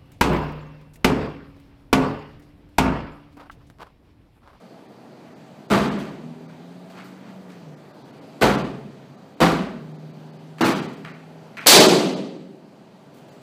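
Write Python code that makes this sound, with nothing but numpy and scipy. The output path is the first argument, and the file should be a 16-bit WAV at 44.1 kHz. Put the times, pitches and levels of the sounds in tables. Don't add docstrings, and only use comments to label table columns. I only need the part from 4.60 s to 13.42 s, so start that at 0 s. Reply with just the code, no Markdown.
import sys
import numpy as np
from scipy import signal
from scipy.fft import rfft, irfft, next_fast_len
from scipy.io import wavfile
from scipy.ndimage import uniform_filter1d

SR = 44100
rng = np.random.default_rng(int(sys.argv[2]) if len(sys.argv) > 2 else 0)


def unload_audio(sound):
    columns = np.transpose(np.atleast_2d(sound))
    steps = np.round(np.clip(columns, -1, 1) * 32767)
    wavfile.write(sys.argv[1], SR, steps.astype(np.int16))


def invert_db(level):
    return 10 ** (np.asarray(level, dtype=float) / 20)


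N = 388942


def unit(x):
    return x / np.sqrt(np.mean(x ** 2) + 1e-20)


def at_hz(points, hz):
    table = np.array(points)
    return np.interp(np.log(hz), np.log(table[:, 0]), table[:, 1])


def highpass(x, order, cutoff_hz):
    return signal.sosfilt(signal.butter(order, cutoff_hz, "high", fs=SR, output="sos"), x)


def drift(rate):
    hop = 40
    pole = np.exp(-2 * np.pi * rate * hop / SR)
    noise = rng.standard_normal(N // hop + 2002)
    slow = signal.lfilter([1], [1, -2 * pole, pole * pole], noise)[2000:]
    return np.interp(np.arange(N) / hop, np.arange(len(slow)), unit(slow))


def bands(pair):
    edges_hz = 25 * 2 ** np.arange(0, 9.7, 1 / 3)
    for k, (low, high) in enumerate(zip(edges_hz, edges_hz[1:])):
        band_filter = signal.butter(2, [low, high], "band", fs=SR, output="sos")
        yield np.sqrt(low * high), signal.sosfilt(band_filter, pair[k % 2])


def add(out, start_s, x):
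    i = round(start_s * SR)
    out[i:i + len(x)] += x[:N - i]


# pitch_hz [Hz], t60_s [s]
ROOM_DECAY = [(40, 0.26), (75, .7), (120, 1.29), (250, 1.165), (600, 0.84), (1500, 0.73), (2800, 0.77),
              (4500, 0.69), (8000, 0.58), (15000, .42)]


def echoes(colour, tilt_db, swell_s, lag=0.33, depth=0.67, order=1, damping=0.92, density=1200, length_s=1.6):
    run_in = SR // 20
    t = np.arange(-run_in, round(length_s * SR)) / SR
    share = np.clip((density + 1e5 * np.maximum(t, 0)) / SR, 0, 1)
    lands = rng.random((2, len(t))) < share
    clicks = rng.standard_normal((2, len(t))) * lands / np.sqrt(share)
    clicks[:, run_in] = 1.5 / np.sqrt(share[0])
    t, out = t[run_in:], 0
    for hz, band in bands(clicks):
        rise = 1 - min(depth, 1) * np.exp(-t / (abs(swell_s) * (500 / hz) ** lag))
        rise = rise ** order
        beat_db = 1.574 * np.sin(2 * np.pi * (rng.uniform(8, 30) * t + rng.random()))
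        decay_db = 60 * t / at_hz(ROOM_DECAY, hz) / damping
        level_db = at_hz(colour, hz) + tilt_db * np.log2(hz / 1000) + beat_db - decay_db
        out = out + band[run_in:] * rise * invert_db(level_db)
    out = out * np.minimum(t / .0004, 1)
    return out / np.sqrt(np.mean(out[:SR // 10] ** 2))


def ringing(modes, swell_s, length_s=1.6):
    t, out = np.arange(round(length_s * SR)) / SR, 0
    for hz, level_db, t60_s in modes:
        beat = 1 + 0.44 * np.sin(2 * np.pi * (rng.uniform(3.7, 14) * t + rng.random()))
        tone = np.sin(2 * np.pi * (hz * t + rng.random()))
        out = out + invert_db(level_db - 60 * t / t60_s) * beat * tone
    return out * (1 - np.exp(-t / abs(swell_s)))


# start_s [s], level_db [dB], tilt_db [dB per octave], swell_s [s], push_db [dB]
BLOWS = [
    (1.105, -17.5, 0.4, 0.016, -32),
    (3.815, -15, 0.58, 0.01, -26.5),
    (4.8037, -15.5, 0.7, 0.023, -28.5),
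    (6.008, -17.5, 0.5, 0.044, -41),
]
# pitch_hz [Hz], level_db [dB], t60_s [s]
GRIPS = [
    [(146.8, -6, 0.97), (205, -1, 1), (337, -8, 0.77), (415, -0.5, 0.27), (641, -5, 0.28),
     (683, -6.5, 0.61), (818, -27, 0.86)],
    [(136.2, -12.5, 1.6), (226, -26, 2.6), (314, -7, 0.39), (433, -15, 1.23), (508, -3, 0.5),
     (556, -9.5, 0.77), (728, -5.5, 0.48)],
    [(165.5, 0, 0.54), (217.5, -1.5, 0.58), (326.5, 1.5, 0.43), (465, -29, 0.4), (515, 1, 0.47),
     (686, -8, 0.41), (771, -1, 0.4)],
    [(208, 2, 0.3), (250, -20, 1.4), (335, 13, 0.28), (614, -32, 0.51), (710, -27, 0.6), (850, -33, 0.5)],
]
# pitch_hz [Hz], level_db [dB per Hz]
BLOW_COLOUR = [(30, -26), (53, -14), (85, -18.5), (211, 1.5), (267, -7), (320, -3), (448, -8), (497, -1.5),
               (597, -12.5), (754, -10), (1110, -10), (2100, -18), (15000, -45)]
BODY_DAMPING = [1.1, 0.84, 0.86, 0.79]
TOUCH_AHEAD = [.004, .004, .0005, .0005]


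def blows():
    out = np.zeros(N)
    for blow, ahead_s, modes, damping in zip(BLOWS, TOUCH_AHEAD, GRIPS, BODY_DAMPING):
        start_s, level_db, tilt_db, swell_s, push_db = blow
        touch = echoes(BLOW_COLOUR, tilt_db + 2.0, swell_s, depth=0.27, length_s=.3)
        add(out, start_s - ahead_s, invert_db(level_db - 15) * touch)
        hit = echoes(BLOW_COLOUR, tilt_db, swell_s, damping=damping)
        add(out, start_s, invert_db(level_db) * highpass(hit, 2, 95))
        add(out, start_s, invert_db(level_db + 2) * ringing(modes, swell_s))
        push_modes = [(58.4, push_db, 0.87 * damping), (38, push_db - 17.5, .9), (78, push_db - 3, .7)]
        add(out, start_s, ringing(push_modes, 0.018))
    return out


# delay_s [s], peak_db [dB over the blow], width_ms [ms]
SLAPS = [
    (.049, 10.5, 2.5),
    (.018, 9, .9),
    (.035, 12, 1.3),
    (.042, 8.5, 2.2),
]


def fronts():
    out = np.zeros(N)
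    for (start_s, level_db, *_), (delay_s, slap_db, slap_ms) in zip(BLOWS, SLAPS):
        direct = (start_s, 5, .6)
        slap = (start_s + delay_s, slap_db, slap_ms)
        for front_s, peak_db, width_ms in [direct, slap]:
            n = round(width_ms * SR / 1000)
            hump = np.sin(np.pi * np.arange(n) / n)
            rebound = np.sin(np.pi * np.arange(2 * n) / n / 2)
            add(out, front_s, invert_db(level_db + peak_db) * np.concatenate([hump, -rebound / 2]))
    return highpass(out + 1e-18, 3, 140)


# start_s [s], level_db [dB], tilt_db [dB per octave], swell_s [s]
DENT = (7.061, -16, 1.0, .003)
# start_s [s], level_db [dB], tilt_db [dB per octave], swell_s [s]
CRACK = (7.0685, 2.7, 3.02, 0.0032)
# start_s [s], level_db [dB], tilt_db [dB per octave], swell_s [s]
BURST = (7.0685, -4.5, 0.5, 0.0644)
# pitch_hz [Hz], level_db [dB per Hz]
BURST_COLOUR = [(18, -78.5), (30, -47), (75, -38), (171, -6.5), (337, -5.5), (394, -5.5), (472, -7),
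                (538, -8), (1480, -20), (4540, -19), (5170, -20), (6700, -22), (15000, -33.5)]
# pitch_hz [Hz], level_db [dB], t60_s [s]
BURST_MODES = [(150.2, -9, 1.19), (183.2, -5, 1.4), (295, -5, 0.71), (382.6, -4.5, 1.37), (543, -7, 1.37),
               (708, -11.5, 0.9), (837, -9.5, 0.71), (831, -6, 0.31)]


def burst():
    out, burst_s = np.zeros(N), BURST[0]
    dent = echoes(BLOW_COLOUR, *DENT[2:], length_s=0.32)
    add(out, DENT[0], invert_db(DENT[1]) * dent)
    crack = echoes(BURST_COLOUR, *CRACK[2:], damping=.45, density=10000, length_s=.6)
    add(out, CRACK[0], invert_db(CRACK[1]) * crack)
    boom = echoes(BURST_COLOUR, *BURST[2:], lag=1.0, depth=0.87, order=2, damping=1.084,
                  density=9000, length_s=1.75)
    add(out, burst_s, invert_db(BURST[1]) * boom)
    out = highpass(out, 4, 128)
    add(out, burst_s + .05, invert_db(-12.0) * ringing(BURST_MODES, 0.11, length_s=1.8))
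    lows = signal.sosfilt(signal.butter(1, 600, fs=SR, output="sos"), out)
    release_s, fade_s = .09, .015
    held = .5 - .5 * np.tanh((np.arange(N) / SR - burst_s - release_s) / fade_s)
    out = out - (1 - invert_db(-5)) * held * lows
    add(out, burst_s, ringing([(PUSH_HZ, -23, .2), (34, -27, .2)], .005))
    return out


PUSH_HZ = 58.4

# start_s [s], level_db [dB], tilt_db [dB per octave], swell_s [s]
FLICKS = [
    (1.385, -45.5, 1.5, .01),
    (2.297, -57, 3.5, 0.0041),
    (2.44, -59.5, 7, .01),
    (2.891, -56, 2.5, .004),
    (5.982, -47, 1, 0.0027),
    (6.053, -31, 3.5, 0.0023),
    (6.329, -57, 3.5, .003),
    (8.54, -63, 8, 0.032),
    (8.68, -60, 5, 0.038),
]
# pitch_hz [Hz], level_db [dB per Hz]
FLICK_COLOUR = [(300, -20), (900, -5), (1300, 1.5), (2500, -3.5), (3000, -9), (6000, -16.5), (15000, -31)]
# start_s [s], level_db [dB], tilt_db [dB per octave], swell_s [s]
NAILS = [
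    (6.446, -42, -2.5, 0.0021),
    (6.97, -36.5, -0.6, .006),
]
# pitch_hz [Hz], level_db [dB per Hz]
NAIL_COLOUR = [(500, -23), (1100, -8), (1400, -3), (1800, -4), (2500, -2), (3000, -14), (5000, -20.5),
               (15000, -34.5)]
# peak_s [s], peak_db [dB], rise_s [s per 20 dB]
RUBS = [
    (1.9, -53.5, .07),
    (2.39, -43, 0.08),
    (2.696, -51, -0.08),
    (8.57, -64, 0.4),
]


def fingers():
    out, level, t = np.zeros(N), np.zeros(N), np.arange(N) / SR
    for start_s, level_db, tilt_db, swell_s in FLICKS:
        add(out, start_s, invert_db(level_db) * echoes(FLICK_COLOUR, tilt_db, swell_s, length_s=0.55))
    for start_s, level_db, tilt_db, swell_s in NAILS:
        nail = echoes(NAIL_COLOUR, tilt_db, swell_s, depth=0.44, density=500, length_s=0.48)
        add(out, start_s, invert_db(level_db) * nail)
    for peak_s, peak_db, rise_s in RUBS:
        fall_s = rise_s * 2.25
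        level += invert_db(peak_db - 20 * np.maximum((peak_s - t) / rise_s, (t - peak_s) / fall_s))
    sizes = invert_db(3.2 * np.minimum(rng.exponential(1, (2, N)), 5))
    signs = rng.choice([-1, 1], (2, N))
    slips = sizes * signs * (rng.random((2, N)) < 4000 / SR)
    rub = 0
    for hz, band in bands(slips):
        if hz > 300:
            rub = rub + band * invert_db(at_hz(FLICK_COLOUR, hz) - 2.0 * np.log2(hz / 1000))
    return out + level * unit(rub)


# time_s [s], firing_hz [Hz], second_order_db [dB]
ENGINE = [
    [(1.55, 76.4, -55), (1.68, 80.7, -42.5), (1.92, 80.8, -49.5), (2.1, 87.5, -42.5), (2.45, 93, -46.5),
     (2.8, 94.1, -45), (3.0, 87, -46), (3.09, 75.9, -45), (3.3, 72, -55)],
    [(5.1, 77.3, -44), (5.3, 76.8, -40), (5.6, 78.1, -42.5), (6.7, 80, -45), (7.0, 79.8, -54)],
]
# third_db [dB over second], third_change_db [dB per s], fifth_db [dB over second]
UPPER_ORDERS = [
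    (5, -17, -18),
    (-14, 0, -14),
]


def engine():
    out = np.zeros(N)
    for rows, (third_db, change_db, fifth_db) in zip(ENGINE, UPPER_ORDERS):
        time_s, firing_hz, level_db = np.transpose(rows)
        t = np.arange(round(time_s[0] * SR), round(time_s[-1] * SR)) / SR
        hz = np.interp(t, time_s, firing_hz) * (1 + .004 * drift(6)[:len(t)])
        phase = 2 * np.pi * np.cumsum(hz) / SR
        tone = np.sin(2 * phase)
        tone = tone + invert_db(third_db + change_db * (t - time_s[0])) * np.sin(3 * phase)
        tone = tone + invert_db(fifth_db) * np.sin(5 * phase)
        level = np.sqrt(2) * invert_db(np.interp(t, time_s, level_db))
        add(out, time_s[0], level * tone * signal.windows.tukey(len(t), .1))
    return out * invert_db(1 + 1.5 * drift(9))


# pitch_hz [Hz], level_db [dB per Hz]
STREET = [(15, -72), (25, -48.5), (49, -23), (86, -39), (98, -25), (121, -1.5), (243, -1.5), (278, -2),
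          (363, -6.5), (404, -6.5), (637, -8), (879, -13), (978, -17), (4750, -31), (15000, -47.5)]


def street():
    together, noise = drift(0.55), 0
    for hz, band in bands(rng.standard_normal((2, N))):
        noise = noise + band * invert_db(at_hz(STREET, hz) + .7 * together + 1.2 * drift(4.2))
    since_s = np.arange(N) / SR - BURST[0]
    duck_db = np.minimum(-5 + 2.5 * np.maximum(since_s - 1, 0), 0) * (since_s > 0)
    return unit(noise) * invert_db(-44.5 + duck_db)


# start_s [s], pitch_hz [Hz], level_db [dB]
WHINE = (8.62, 7806, -74)


def whine():
    start_s, hz, level_db = WHINE
    t = np.arange(N) / SR
    fade_in = np.clip((t - start_s) / .08, 0, 1)
    return invert_db(level_db + 2.5 * drift(15)) * fade_in * np.sin(2 * np.pi * hz * t)


# pitch_hz [Hz], width_hz [Hz], lift_db [dB]
STANDING = [(199, 11, 2.5), (278, 12, 3), (399, 12, 5), (507, 10, 0), (657, 36, 5), (777, 12, 1.5),
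            (860, 44, 3), (1168, 47, 3.5), (1377, 45, 2.5)]


def standing(x):
    size = next_fast_len(N)
    hz = np.fft.rfftfreq(size, 1 / SR)
    lift = 1
    for centre_hz, width_hz, lift_db in STANDING:
        lift = lift + (invert_db(lift_db) - 1) / (1 + 2j * (hz - centre_hz) / width_hz)
    return irfft(rfft(x, size) * lift, size)[:N]


def scene():
    in_room = standing(blows() + burst() + fingers() + street())
    return (in_room + fronts() + engine() + whine())[None]


DROPOUTS = [.277, .747, 1.078, 1.302, 1.876, 3.158, 3.328, 3.435, 3.521, 3.606, 3.969, 4.033, 4.566, 4.759,
            5.333, 5.377, 5.525, 5.718, 5.783, 6.034, 6.146, 6.21, 6.274, 6.359, 6.529, 6.997, 7.191, 7.277,
            7.554, 8.705]


def thin_out(x):
    hop = round(1024 * SR / 48000)
    n, k = np.arange(2 * hop)[:, None] + .5, np.arange(hop) + .5
    window = np.sqrt(2 / hop) * np.sin(np.pi * n / 2 / hop)
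    basis = window * np.cos(np.pi / hop * (n + hop / 2) * k)
    frames = (np.array(DROPOUTS)[:, None] * SR).astype(int) - hop + np.arange(2 * hop)
    lines = x[frames] @ basis
    luck = invert_db(rng.normal(0, 3.9, (len(DROPOUTS), hop // 16 + 1)))
    weight = np.abs(lines) * (k + 30) ** .6 * np.repeat(luck, 16, axis=1)[:, :hop]
    kept_share, kept_below_hz = .085, 1200
    weak = weight < np.quantile(weight, 1 - kept_share, axis=1, keepdims=True)
    lost = lines * weak * (k * SR / 2 / hop > kept_below_hz)
    out = x.copy()
    np.subtract.at(out, frames, lost @ basis.T)
    return out


def roll_off(x):
    return signal.sosfilt(signal.butter(12, 15970, fs=SR, output="sos"), x)


# pitch_hz [Hz], level_db [dB]
MICROPHONE = [(2500, -0.94), (3800, 0), (4650, 2.5), (5050, -2), (8300, -0.5), (9000, -2.5), (15000, 1),
              (15350, 1), (15550, -38.5)]


def record(dry):
    limit_db, release_db_s, clip = -5, 149, 1.1
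    t, size = np.arange(N) / SR, next_fast_len(N)
    level_db = 10 * np.log10(uniform_filter1d(dry ** 2, size=220) + 1e-12)
    held_db = np.maximum.accumulate(level_db + release_db_s * t, axis=-1) - release_db_s * t
    x = dry * invert_db(-uniform_filter1d(np.maximum(held_db - limit_db, 0), size=90))
    x = x / (1 + (x / clip) ** 4) ** .25
    hz = np.fft.rfftfreq(size, 1 / SR)
    x = irfft(rfft(x, size) * invert_db(at_hz(MICROPHONE, hz + 1)), size)[:, :N]
    mix = thin_out(x[0])[None]
    return roll_off(mix)


dry = scene()
out = record(dry)
unload_audio(out)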